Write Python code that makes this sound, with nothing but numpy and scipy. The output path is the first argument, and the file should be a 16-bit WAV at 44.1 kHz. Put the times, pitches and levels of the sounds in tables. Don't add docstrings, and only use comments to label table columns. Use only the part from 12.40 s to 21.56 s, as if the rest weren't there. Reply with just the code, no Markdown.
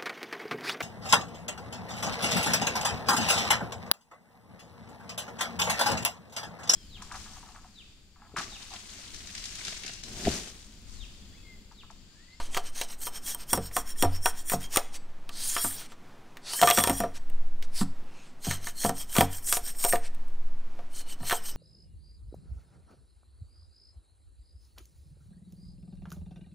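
import sys
import numpy as np
from scipy import signal
from scipy.fft import rfft, irfft, next_fast_len
from scipy.io import wavfile
from scipy.ndimage import uniform_filter1d, map_coordinates

SR = 44100
rng = np.random.default_rng(int(sys.argv[2]) if len(sys.argv) > 2 else 0)


def transcribe(u):
    v = np.clip(np.atleast_2d(u).T, -1, 1)
    q = np.round(v * 32767).astype(np.int16)
    wavfile.write(sys.argv[1], SR, q)


def gain_from_db(level_db):
    decades = np.asarray(level_db, float) / 20
    return 10 ** decades


N = 403956

# time in seconds, sway level in dB, rumble level in dB.
BENCH_SWAY = [(0.0, -27.5, -45), (0.12, -32, -59), (1.28, -44, -47), (1.63, -23.5, -50.5), (2.22, -36, -49),
              (2.7, -31, -68), (4.23, -53, -74), (4.54, -49, -36), (4.69, -37.5, -48), (4.95, -18.5, -55),
              (5.61, -27.5, -53), (5.81, -43, -74), (6.02, -36.5, -64), (6.71, -36, -48), (8.09, -21, -56),
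              (8.39, -28.5, -72.5), (9.01, -34.5, -63), (9.16, -32, -45)]
# frequency in Hz, level in dB per Hz.
SHOP_COLOUR = [(35, -35), (60, -10.5), (96, -6), (244, -4), (448, -12.5), (850, -12.5), (1660, -18.5),
               (6000, -30.5), (16000, -43)]
# frequency in Hz, time to fade by 60 dB in seconds.
WALL_FADE = [(200, 0.19), (2000, 0.6), (6000, 0.47), (12000, 0.24)]
# frequency in Hz, side minus middle in dB.
CHANNEL_GAP = [(60, -63), (200, -38.5), (700, -41.5), (1500, -38.5), (4000, -37), (9000, -37.5),
               (15000, -30)]

# frequency in Hz, level in dB, time to fade by 60 dB in seconds.
FRAME_NOTES = [(39.8, -9, 0.74), (91.8, 2.5, 0.48), (142.8, -3, 0.27), (185, -5.5, 0.22), (206, 2, 0.076),
               (238.4, -1.5, 0.12), (275, -6, 0.25), (337.6, 0, 0.074)]
# frequency in Hz, level in dB, time to fade by 60 dB in seconds.
PANEL_NOTES = [(391.6, -1, 0.12), (460.4, -4, 0.23), (534, 3.5, 0.057), (649, -7, 0.067), (700, 1.5, 0.13),
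               (752, -4, 0.11), (949, 0, 0.089), (1051, -4.5, 0.073), (1180, -0.5, 0.087),
               (1325, -2, 0.086), (1492, 0.5, 0.046), (1806, 7, 0.034), (1940, -22.5, 0.067),
               (2200, 15, 0.0048)]
# frequency in Hz, level in dB, time to fade by 60 dB in seconds.
FREE_NOTES = [(2640, -14.5, 0.42), (4660, 0, 0.16), (7840, -2, 0.35)]
# frequency in Hz, width in Hz, level in dB held upright,
# level in dB leaning forward.
BLADE_NOTES = [(1610, 210, -14.5, -4.5), (3126, 37, -1.5, -1.5), (4210, 219, -4, -28),
               (5450, 37.6, -14.5, 4), (5820, 159, -5.5, -7), (6430, 170, -1.5, -13.5),
               (6960, 170, -25.5, 7.5), (8480, 100, -9, 13.5), (8700, 280, -6.5, -9.5),
               (9940, 170, -28, 2.5), (12340, 110, -16.5, 3), (12430, 160, -20, 3), (14300, 315, -15.5, 9)]
# frequency in Hz, level in dB per Hz.
HISS_COLOUR = [(290, -37), (500, -11.5), (3250, -6.5), (5710, -5.5), (7000, -7), (8580, -2), (10500, -9.5),
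               (16000, -23)]
# frequency in Hz, level in dB per Hz.
CRACK_COLOUR = [(1000, -10), (1800, 3.5), (3200, 5), (5000, -4.5), (9000, -8), (13000, -11.5), (16000, -5)]

# time in seconds, strongest note in Hz under light pressure,
# forward lean from 0 to 1, freedom to sing in dB.
HANDS = [(0, 8670, 0, -4), (.55, 8500, 0, 15), (.75, 8480, 0.89, -5), (2.5, 8800, 0.75, -7),
         (3.05, 8160, 0.1, -12), (3.25, 8700, 0.93, 2), (3.45, 8700, 0.3, -2), (4.05, 8300, 0, -22),
         (4.17, 8450, 0.3, 1), (4.3, 8350, 0.43, 11.5), (4.5, 8640, 0.67, 12.5), (4.7, 8670, 0.76, -23),
         (5.4, 8270, 0, -26.5), (6.0, 8320, 0.32, 0.5), (6.5, 8380, 0.48, 2.5), (7.6, 8500, 0.7, 6.5),
         (8.5, 8400, 0, 1), (9.16, 8320, 0.27, 16)]
# time in seconds, middle note in Hz under light pressure,
# freedom to sing in dB, forward lean from 0 to 1.
FINGERS = [(0, 5450, 6, 0.26), (.6, 5350, 3.5, 0), (.75, 5440, 7, 0.64), (.95, 5480, 2.5, 0.63),
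           (1.7, 5457, 4.5, 0.87), (2.5, 5480, 2.5, 0.63), (2.95, 5340, 0.5, 0), (3.2, 5426, 2.5, 1),
           (3.45, 5530, 0, 0.3), (4.05, 5040, 4, 0.25), (4.17, 5170, 9.5, 0.4), (4.3, 5450, 4.5, 0.55),
           (4.62, 5520, 2.5, 0.8), (5.4, 5170, -16, 0.2), (6.1, 5365, 9, 0.1), (7.5, 5430, -2, 0.94),
           (7.62, 5390, -13.5, .6), (8.55, 5300, 2, 0.14)]
# time in seconds, low note in dB, middle note in dB,
# blur of all notes in Hz.
FINGERTIPS = [(0, 0, -5, 44), (.62, -2.5, 2.5, 39.7), (.75, 1, 6.5, 15), (1.3, -4, 4, 15.4),
              (1.5, 0, 7, 15.15), (2.0, -2.5, 5, 18.14), (2.2, -6.5, 0, 22), (2.5, -5.5, 1.5, 26.8),
              (3.2, 1.5, 1.5, 24.5), (4.2, -3, 0.5, 18), (4.65, -1, 3, 18), (6.0, -2, -6.5, 79.4),
              (6.5, -3.5, -1, 84.4), (6.8, 1.5, -3.5, 90.8), (7.1, -4, 4.5, 35), (7.6, -6.5, 3.5, 35),
              (8.5, 0, 1, 40), (9.16, 3, 0, 39.5)]

# fastest moment in seconds, length in seconds, level in dB, brightness in dB.
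PUSHES = [(0.163, 0.085, -33.5, -10.5), (0.406, 0.094, -32.5, -7), (0.649, 0.08, -32, 7),
          (0.899, 0.091, -29.5, 11.5), (1.136, 0.07, -27.5, 12.5), (1.379, 0.07, -28.5, 12),
          (1.622, 0.069, -29.5, 12.5), (1.871, 0.069, -28, 12.5), (2.119, 0.084, -26.5, 10.5),
          (2.363, 0.08, -28, 1), (6.06, 0.05, -31, 7), (6.111, 0.12, -29.5, 2.5), (6.446, 0.11, -27.5, 12),
          (6.787, 0.12, -24, 7), (7.126, 0.12, -25, 18), (7.481, 0.16, -29, 12.5), (8.581, 0.088, -35, 7),
          (8.919, 0.13, -27.5, 4)]
# fastest moment in seconds, level in dB.
PULLS = [(0.271, -37.5), (0.516, -37.5), (0.76, -39), (1.011, -42), (1.255, -39.5), (1.497, -36.5),
         (1.751, -41.5), (1.992, -38), (2.234, -37.5), (6.27, -34.5), (6.599, -34.5), (6.952, -35),
         (7.277, -35.5), (8.707, -38.5), (9.075, -36.5)]
# fastest moment in seconds, length in seconds, level in dB.
SCUFFS = [
    (0.034, 0.1, -38),
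    (2.556, 0.04, -33.5),
    (3.518, 0.054, -59),
    (4.767, 0.037, -37.5),
    (5.243, 0.03, -53),
    (5.399, 0.079, -26.5),
    (5.832, 0.21, -68),
    (7.66, 0.051, -39.5),
]
# time in seconds, edge pressure as level in dB, brightness in dB.
SWEEPS = [
    [(2.88, -72, -7), (2.93, -43, -6), (3.0, -33, 13.5), (3.1, -28.5, 25), (3.18, -26.5, 12),
     (3.26, -33, 25.5), (3.34, -34.5, 5), (3.41, -37, -3), (3.47, -51, -13.5)],
    [(4.0, -74, -19), (4.07, -37, -9), (4.14, -25.5, 13), (4.23, -26.5, 17.5), (4.28, -28, 7),
     (4.39, -25, 7), (4.5, -40, 11), (4.6, -28.5, 11), (4.66, -55, -8)],
]
# time in seconds, length in seconds, note in Hz,
# half width as a share of the note, level in dB.
FLUTTERS = [(2.252, 0.056, 3220, .008, -49), (3.032, 0.18, 4500, 0.22, -42), (3.201, .3, 4220, 0.3, -50.5),
            (4.117, 0.11, 4510, 0.1, -39.5), (4.308, 0.074, 3260, 0.011, -32),
            (4.423, .1, 3400, 0.029, -41), (4.37, .2, 5620, 0.006, -42.5), (4.558, .17, 5700, .006, -46.5),
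            (5.389, 0.074, 4900, .13, -39), (5.79, 0.09, 6600, .025, -66.5), (5.792, 0.13, 4260, .03, -73),
            (5.78, 0.15, 2620, 0.11, -60), (6.055, 0.055, 4200, .045, -48), (6.128, 0.067, 4300, .045, -49),
            (6.411, 0.084, 4280, 0.04, -44), (6.598, .07, 5500, .05, -48.5),
            (7.272, 0.068, 5500, 0.043, -46.5), (7.656, .04, 2300, 0.24, -51),
            (8.588, 0.088, 4250, .045, -51.5), (8.692, 0.069, 4260, .045, -57),
            (8.88, 0.12, 4250, .045, -49), (9.088, 0.13, 5500, 0.093, -50.5)]
# start in seconds, peak of the ring in dB.
LIFTS = [
    (2.568, -50),
    (4.785, -61),
]
# time in seconds, frequency in Hz, level in dB.
BENDING_NOTE = [
    (2.9, 1330, -72),
    (3.0, 1430, -62),
    (3.14, 1550, -64),
    (3.28, 1744, -53),
    (3.37, 1630, -60),
    (3.46, 1325, -54),
    (3.5, 1300, -79),
]
# start in seconds, peak in dB, centre in Hz.
THUDS = [(1.128, -23, 308), (1.176, -26, 178), (1.366, -34.5, 290), (1.626, -17.5, 334), (1.647, -31, 85),
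         (2.117, -35, 187), (2.139, -23, 195), (3.243, -29, 291), (4.22, -27.5, 160.6), (4.376, -22, 226),
         (4.435, -32, 213), (4.494, -19.5, 280), (4.598, -29, 214), (4.636, -32.5, 290), (5.41, -23, 208),
         (6.07, -24, 159), (6.444, -23.5, 200), (6.494, -24.5, 230), (6.784, -11.5, 203), (6.811, -18, 277),
         (7.533, -31.5, 341), (8.803, -39, 160)]

# start in seconds, crack peak in dB,
# knock over crack in dB, knock centre in Hz.
QUICK_BEADS = [(0.1464, -10, -16.5, 1240), (0.173, -3.5, -17, 740), (0.4135, -2, -21, 760),
               (0.6697, -15, -9.5, 980), (1.1752, -21.5, 1.5, 515), (1.3664, -7.5, -5, 1070),
               (1.6247, -2, -20, 890), (1.6345, -22, 9, 702), (1.6482, -28.5, 9.5, 693),
               (1.8583, -3.5, -8.5, 890), (2.0981, -9.5, -12.5, 1960), (2.1187, -14, -5.5, 1020),
               (2.1344, -12.5, -5, 714), (2.36, -4, -12.5, 1240), (2.3715, 3, -17, 680)]
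SWEEP_BEADS = [(4.135, -20.5, -9.5, 965), (4.2152, -4.5, -13, 700), (4.2258, -15.5, 4.5, 761),
               (4.2328, -7, -1.5, 720), (4.2396, -20, 3, 720), (4.2738, -3, -6.5, 1180),
               (4.2884, -5, -12, 1700), (4.2952, -15.5, -5.5, 1800), (4.3098, -1.5, -23, 700),
               (4.3747, -5.5, -11.5, 1300), (4.3862, -2, -12, 995), (4.4024, -7.5, -17, 708),
               (4.4383, -4.5, -12, 1120), (4.448, -22, -2, 1100), (4.4738, -7.5, -8.5, 755),
               (4.481, -23, -2, 810), (4.4967, -8.5, -7, 794), (4.504, -22.5, 3, 820), (4.515, -30, 3, 720),
               (4.603, -20.5, 2.5, 700), (4.6364, -40.5, 22, 656)]
FAR_BEADS = [(6.0686, -25.5, -2, 710), (6.1112, -10.2, -10, 1925), (6.4363, -28, 1, 1675),
             (6.4488, -15, 2.5, 690), (6.7538, -11.2, -12.2, 1125), (6.7654, -3, -10.5, 1180),
             (6.7836, 1, -12.5, 765), (6.8086, 2.2, -8.5, 790), (7.1258, 1.2, -20.5, 1280),
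             (7.1699, -7.2, -15, 734), (7.4406, -8, -16.5, 1045), (7.4488, -8, -9, 690),
             (7.5256, -15.5, -2, 1870), (7.5347, -15.7, 4, 706), (8.8975, -4.5, -18, 1925),
             (8.9095, -7.5, -10, 1465)]
TOUCHES = [
    (0.0012, -24.5, -4.5, 1085),
    (2.8918, -16.5, -19, 1165),
    (3.4109, -29, -10, 1535),
    (3.5205, -26.5, -10, 1095),
    (3.9702, -20.5, -13.2, 1840),
    (5.2255, -16.5, -30, 505),
    (5.4115, -27.2, -3.2, 1255),
    (6.2709, -12, -10, 1805),
]
CHIPS = [
    (4.8995, -32, -16, 570),
    (7.7474, -33.5, -16.5, 497),
    (7.8817, -37.5, -22, 506),
]
SOFT_BEADS = [(1.1336, -18, 1.1, 945), (1.6272, -24, 4, 945), (1.8595, -16.5, 1.5, 1500),
              (2.3752, -20.5, 3, 715), (3.1652, -7.5, -7.5, 1235), (3.2458, -19, -2.5, 1005),
              (4.2272, -14.5, 2.2, 1245), (4.2822, -18, 0.5, 1805), (4.3802, -14, -0.2, 975),
              (4.6242, -26.2, -9, 2305), (5.4122, -26.5, 1, 1005), (8.3907, -36.5, 1.5, 725)]
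TICKS = [(.168, -10.5, -9, 1264), (1.3134, -36.5, -3, 1950), (1.5594, -37, -6, 1900),
         (1.7325, -48, -15, 1700), (3.04, -29, -13, 2300), (3.181, -12, -22, 1500), (3.308, -25, -12, 1816),
         (4.1929, -24, -2.5, 1740), (7.3492, -37, -6, 2090), (7.557, -13.5, -12, 1800),
         (7.903, -42.5, -19, 502), (8.805, -37, -3.5, 930), (8.83, -35, -0.5, 920), (8.855, -40, -6, 806),
         (8.918, -3, -15.5, 1500)]
HARD_BEADS = [
    (.9476, -22, -14, 910),
    (1.1316, -6.5, -12, 950),
    (4.3016, 2.5, -14, 724),
    (6.4936, -11.5, -6, 744),
    (8.9265, -4.5, -11, 850),
]
# its table, top end in dB, blade ring in dB,
# share of the panel's free ring time.
CONTACTS = [(QUICK_BEADS, -9, -11.5, 0.82), (SWEEP_BEADS, -42, -5, 0.95), (FAR_BEADS, -2, -10, 0.97),
            (TOUCHES, -17, -28, 0.84), (CHIPS, -6, -19, 0.6), (TICKS, -15, -28, 1),
            (SOFT_BEADS, -46.5, -28, 0.87), (HARD_BEADS, 7.2, -6.5, .9)]


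def unit(x):
    return x / np.sqrt(np.mean(x ** 2) + 1e-20)


def peak(x):
    return x / np.max(np.abs(x))


def along(points, hz):
    f, value = np.transpose(points)
    return np.interp(np.log(hz + 1), np.log(f + 1), value)


def curves(rows):
    s, *columns = np.transpose(rows)
    return [np.interp(np.arange(N) / SR, s, column) for column in columns]


def wobble(rate):
    coarse = np.arange(0, N + 32, 32)
    knots = rng.standard_normal(int(N * rate / SR) + 4)
    return np.interp(np.arange(N), coarse, map_coordinates(knots, [coarse * rate / SR]))


def filtered(x, response):
    size = next_fast_len(x.shape[-1] + 8192)
    spectrum = rfft(x, size) * response(np.fft.rfftfreq(size, 1 / SR))
    return irfft(spectrum, size)[..., :x.shape[-1]]


def patchy(x, depth_db):
    z = signal.stft(x, nperseg=256)[2]
    field = uniform_filter1d(rng.standard_normal(z.shape), size=5, axis=0)
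    field = uniform_filter1d(field, size=14, axis=1)
    return signal.istft(z * gain_from_db(depth_db * unit(field)), nperseg=256)[1][:N]


def add(track, s, sound):
    start = round(s * SR)
    track[start:start + len(sound)] += sound[:len(track) - start]


def sway():
    rock_db, rumble_db = curves(BENCH_SWAY)
    third_db = rock_db - 24
    turn = 2 * np.pi * np.cumsum(7.5 + 0.8 * wobble(1.8)) / SR
    rock = gain_from_db(rock_db + 1.5 * wobble(4.5)) * np.sin(turn)
    shake = gain_from_db(third_db + 3 * wobble(13.0)) * np.sin(3 * turn)
    rumble_colour = [(8, -20.5), (20, -1.5), (45, 5.0), (90, -47.0)]  # Hz, dB
    rumble = unit(filtered(rng.standard_normal(N), lambda f: gain_from_db(along(rumble_colour, f))))
    return np.sqrt(2) * (rock - shake) + gain_from_db(rumble_db) * rumble


def shop():
    hum = filtered(rng.standard_normal(N), lambda hz: gain_from_db(along(SHOP_COLOUR, hz)) * (hz > 60))
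    return gain_from_db(-56 + 1.0 * wobble(6.8)) * unit(hum)


def ringing(modes, t, weight_db, lasts=1):
    hz, db, t60 = np.transpose(modes)[:, :, None]
    strength, phase, detune = rng.standard_normal((3, len(modes), 1))
    level = gain_from_db(db + weight_db(hz) + 1.9 * strength - 60 * t / (lasts * t60))
    tones = np.sin(2 * np.pi * hz * (1 + 0.005 * detune) * t + 0.84 * phase)
    return peak(np.sum(level * tones, 0))


def snap(wood, kicks, bead, top_db, ring_db, lasts):
    s, db, knock_db, hz = bead
    top_db = top_db - 0.15 * (db + 5.5)
    ring_db = ring_db - 0.21 * (db + 11.0)
    t, panel_t = np.arange(4096) / SR, np.arange(SR // 5) / SR

    def near_db(f):
        return -9 * np.abs(np.log2((f + 1) / hz)) ** 0.62

    def colour_db(f):
        treble = np.clip(np.log2((f + 1) / 3500) * 0.21, 0, 1)
        return along(CRACK_COLOUR, f) + (top_db + 6.0) * treble

    def onset(time):
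        return 1 - np.exp(-time / (0.00042 * gain_from_db(0.5 * knock_db - 3.0)))

    crack, rattle, kick = rng.standard_normal((3, 4096))
    crack[0] += 3.48 * np.sign(crack[0])
    crack = peak(filtered(crack, lambda f: gain_from_db(colour_db(f))) * gain_from_db(-60 * t / 0.029))
    rattle = peak(filtered(rattle, lambda f: gain_from_db(1.83 * near_db(f))) * gain_from_db(-60 * t / 0.15))
    knock = ringing(PANEL_NOTES, panel_t, lambda f: 1.47 * near_db(f), lasts)
    kick = (0.31 * kick + 1.51 * (t == 0)) * gain_from_db(-60 * t / 0.00094)
    add(wood, s, gain_from_db(db - 9.0) * crack + gain_from_db(db + knock_db - 11.5) * rattle * onset(t))
    add(wood, s, gain_from_db(db + knock_db - 0.47) * peak(knock * onset(panel_t)))
    add(kicks, s, gain_from_db(db + ring_db + 5.5) * kick)


def snaps():
    wood, kicks = np.zeros(N), np.zeros(N)
    for beads, top_db, ring_db, lasts in CONTACTS:
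        for bead in beads:
            snap(wood, kicks, bead, top_db, ring_db, lasts)
    return wood, kicks


def strokes():
    t = np.arange(N // 64 + 2) * 64 / SR
    free_db = np.interp(t, *np.transpose(HANDS)[[0, 3]])
    # moment, length, share of it spent speeding up, level, singing and brightness in dB
    moves = [(s, length, 0.54, db, 0, bright_db) for s, length, db, bright_db in PUSHES]
    for s, db in PULLS:
        since_push = min(s - push[0] for push in PUSHES if push[0] < s)
        moves.append((s, 0.54 * since_push, 0.51, db, 0.5, -15 + 2.07 * (db + 44.0)))
    for s, length, db in SCUFFS:
        moves.append((s, length, 0.57, db, -51, -10.5 + 1.03 * (db + 41.5)))

    swells = []
    for s, length, rise, db, sing_db, bright_db in moves:
        span = length * np.where(t < s, rise, 1 - rise)
        steepness = np.where(t < s, 2.2, 2.9)
        swells.append((db - 9 * np.abs((t - s) / span) ** steepness, sing_db, bright_db))
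    for s, db, bright_db in map(np.transpose, SWEEPS):
        swells.append((np.interp(t, s, db, left=-200, right=-200), 0, np.interp(t, s, bright_db)))

    power = 0
    for swell_db, sing_db, bright_db in swells:
        sing_db = sing_db + free_db
        bright_db = bright_db + 0 * t
        low_sing_db = 0.11 * sing_db - 0.087 * bright_db - 11.0
        high_sing_db = 0.78 * sing_db - 11.5
        shares_db = np.array([-0.55 * bright_db, 0.63 * bright_db, low_sing_db, high_sing_db])
        power = power + gain_from_db(swell_db + shares_db) ** 2
    return [np.interp(np.arange(N) / SR, t, np.sqrt(p)) for p in power]


def blade(low_force, high_force, pressure):
    note_hz, lean, _ = curves(HANDS)
    middle_hz, free_db, low_lean = curves(FINGERS)
    low_db, middle_db, blur_hz = curves(FINGERTIPS)
    low_force = low_force * gain_from_db(free_db)
    blur = np.exp(2j * np.pi * np.cumsum(np.abs(blur_hz) * wobble(400)) / SR)
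    out = np.zeros(N)
    for hz, width, upright_db, forward_db in BLADE_NOTES:
        if hz < 7700:
            force, tilt, waver = low_force, np.clip(low_lean, 0, 1), blur
            rest = (middle_hz / 5450) ** (5450 / hz) ** 0.88
        else:
            force, tilt, waver = high_force, np.clip(lean, 0, 1), blur ** 2
            rest = note_hz / 8480
        bend = 0.0106 * (8480 / hz) ** 1.59 * pressure
        moving_hz = hz * (rest + bend + 0.0028 * wobble(7.8))
        carrier = np.exp(2j * np.pi * np.cumsum(moving_hz) / SR)
        grip_db = upright_db + tilt * (forward_db - upright_db) + 1.8 * wobble(8)
        grip_db = grip_db + low_db * (2800 < hz < 3600) + middle_db * (5000 < hz < 5750)
        pole = np.exp(-np.pi * width / SR)
        ring = signal.lfilter([np.sqrt(1 - pole ** 2)], [1, -pole], force * carrier.conj())
        out += gain_from_db(grip_db) * (ring * carrier * waver).real
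    return out


def scrape(kicks):
    dull, bright, low_sing, high_sing = strokes()
    pressure = np.clip(3 + np.log10(dull * bright + 1e-12) * 10 / 15, 0, 1.3)
    catches = rng.random(N) < 0.02
    fibres = gain_from_db(4.3 * np.minimum(rng.exponential(size=N), 3.5) * catches)
    roughness = gain_from_db(0.45 * wobble(40) + 0.53 * wobble(250))
    grit = unit(rng.standard_normal(N) * fibres * roughness)
    hiss = unit(filtered(patchy(grit, depth_db=2.4), lambda hz: gain_from_db(along(HISS_COLOUR, hz))))
    high = filtered(hiss, lambda hz: 1 / (1 + (8000 / (hz + 1)) ** 3))
    steel = blade(0.51 * low_sing * grit + 0.48 * kicks, 0.81 * high_sing * grit + kicks, pressure)
    return gain_from_db(-9.5) * (dull * (hiss - high) + bright * high) + steel


def thuds():
    out, t = np.zeros(N), np.arange(SR // 2) / SR
    for s, db, hz in THUDS:
        frame = ringing(FRAME_NOTES, t, lambda f: np.maximum(-17 * np.abs(np.log2(f / hz)), -19))
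        add(out, s, gain_from_db(db + 6.5) * frame * (1 - np.exp(-t / 0.0041)))
    return out


def fluttering():
    out = np.zeros(N)
    for s, length, hz, width, db in FLUTTERS:
        t = np.arange(round(2 * length * SR)) / SR - length
        noise = rng.standard_normal(len(t))
        noise = filtered(noise, lambda f: 1 / (1 + ((f - hz) / (width * hz)) ** 2))
        add(out, s - length, gain_from_db(db - 42 * (t / length) ** 2) * unit(noise))
    return out


def lifting():
    out, t = np.zeros(N), np.arange(SR // 2) / SR
    for s, db in LIFTS:
        add(out, s, gain_from_db(db) * ringing(FREE_NOTES, t, lambda f: 0 * f))
    return out


def bowing():
    hz, db = curves(BENDING_NOTE)
    return gain_from_db(db) * (db > -69) * wobble(70) * np.sin(2 * np.pi * np.cumsum(hz) / SR)


def walls(x):
    hz, t, z = signal.stft(rng.standard_normal(SR), SR, nperseg=256)
    fade = gain_from_db(-60 * t / along(WALL_FADE, hz)[:, None])
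    tail = signal.istft(z * fade, SR, nperseg=256)[1]
    return signal.fftconvolve(np.pad(x, (400, 0)), tail / np.linalg.norm(tail))[:N]


def scene():
    wood, kicks = snaps()
    work = wood + scrape(kicks) + thuds() + fluttering() + lifting() + bowing()
    return np.tile(work + gain_from_db(-20.0) * walls(work) + sway() + shop(), (2, 1))


def band_limit(x):
    return signal.sosfilt(signal.butter(12, 16670, fs=SR, output="sos"), x)


def record(dry):
    z = signal.stft(filtered(dry[0], lambda hz: gain_from_db(along(CHANNEL_GAP, hz))), nperseg=512)[2]
    scrambled = z * np.exp(2j * np.pi * rng.random(z.shape))
    side = signal.istft(scrambled, nperseg=512)[1][:N]
    side = gain_from_db(-1.5) * patchy(side * gain_from_db(6.5 * wobble(15)), depth_db=8.5)
    pair = dry + np.array([side, -side])
    pair = pair / (1 + (pair / 0.95) ** 6) ** (1 / 6)
    mix = filtered(pair, lambda hz: gain_from_db(np.interp(hz, [15700, 15850, 16600], [0, -44, -56])))
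    return band_limit(mix)


dry = scene()
out = record(dry)
transcribe(out)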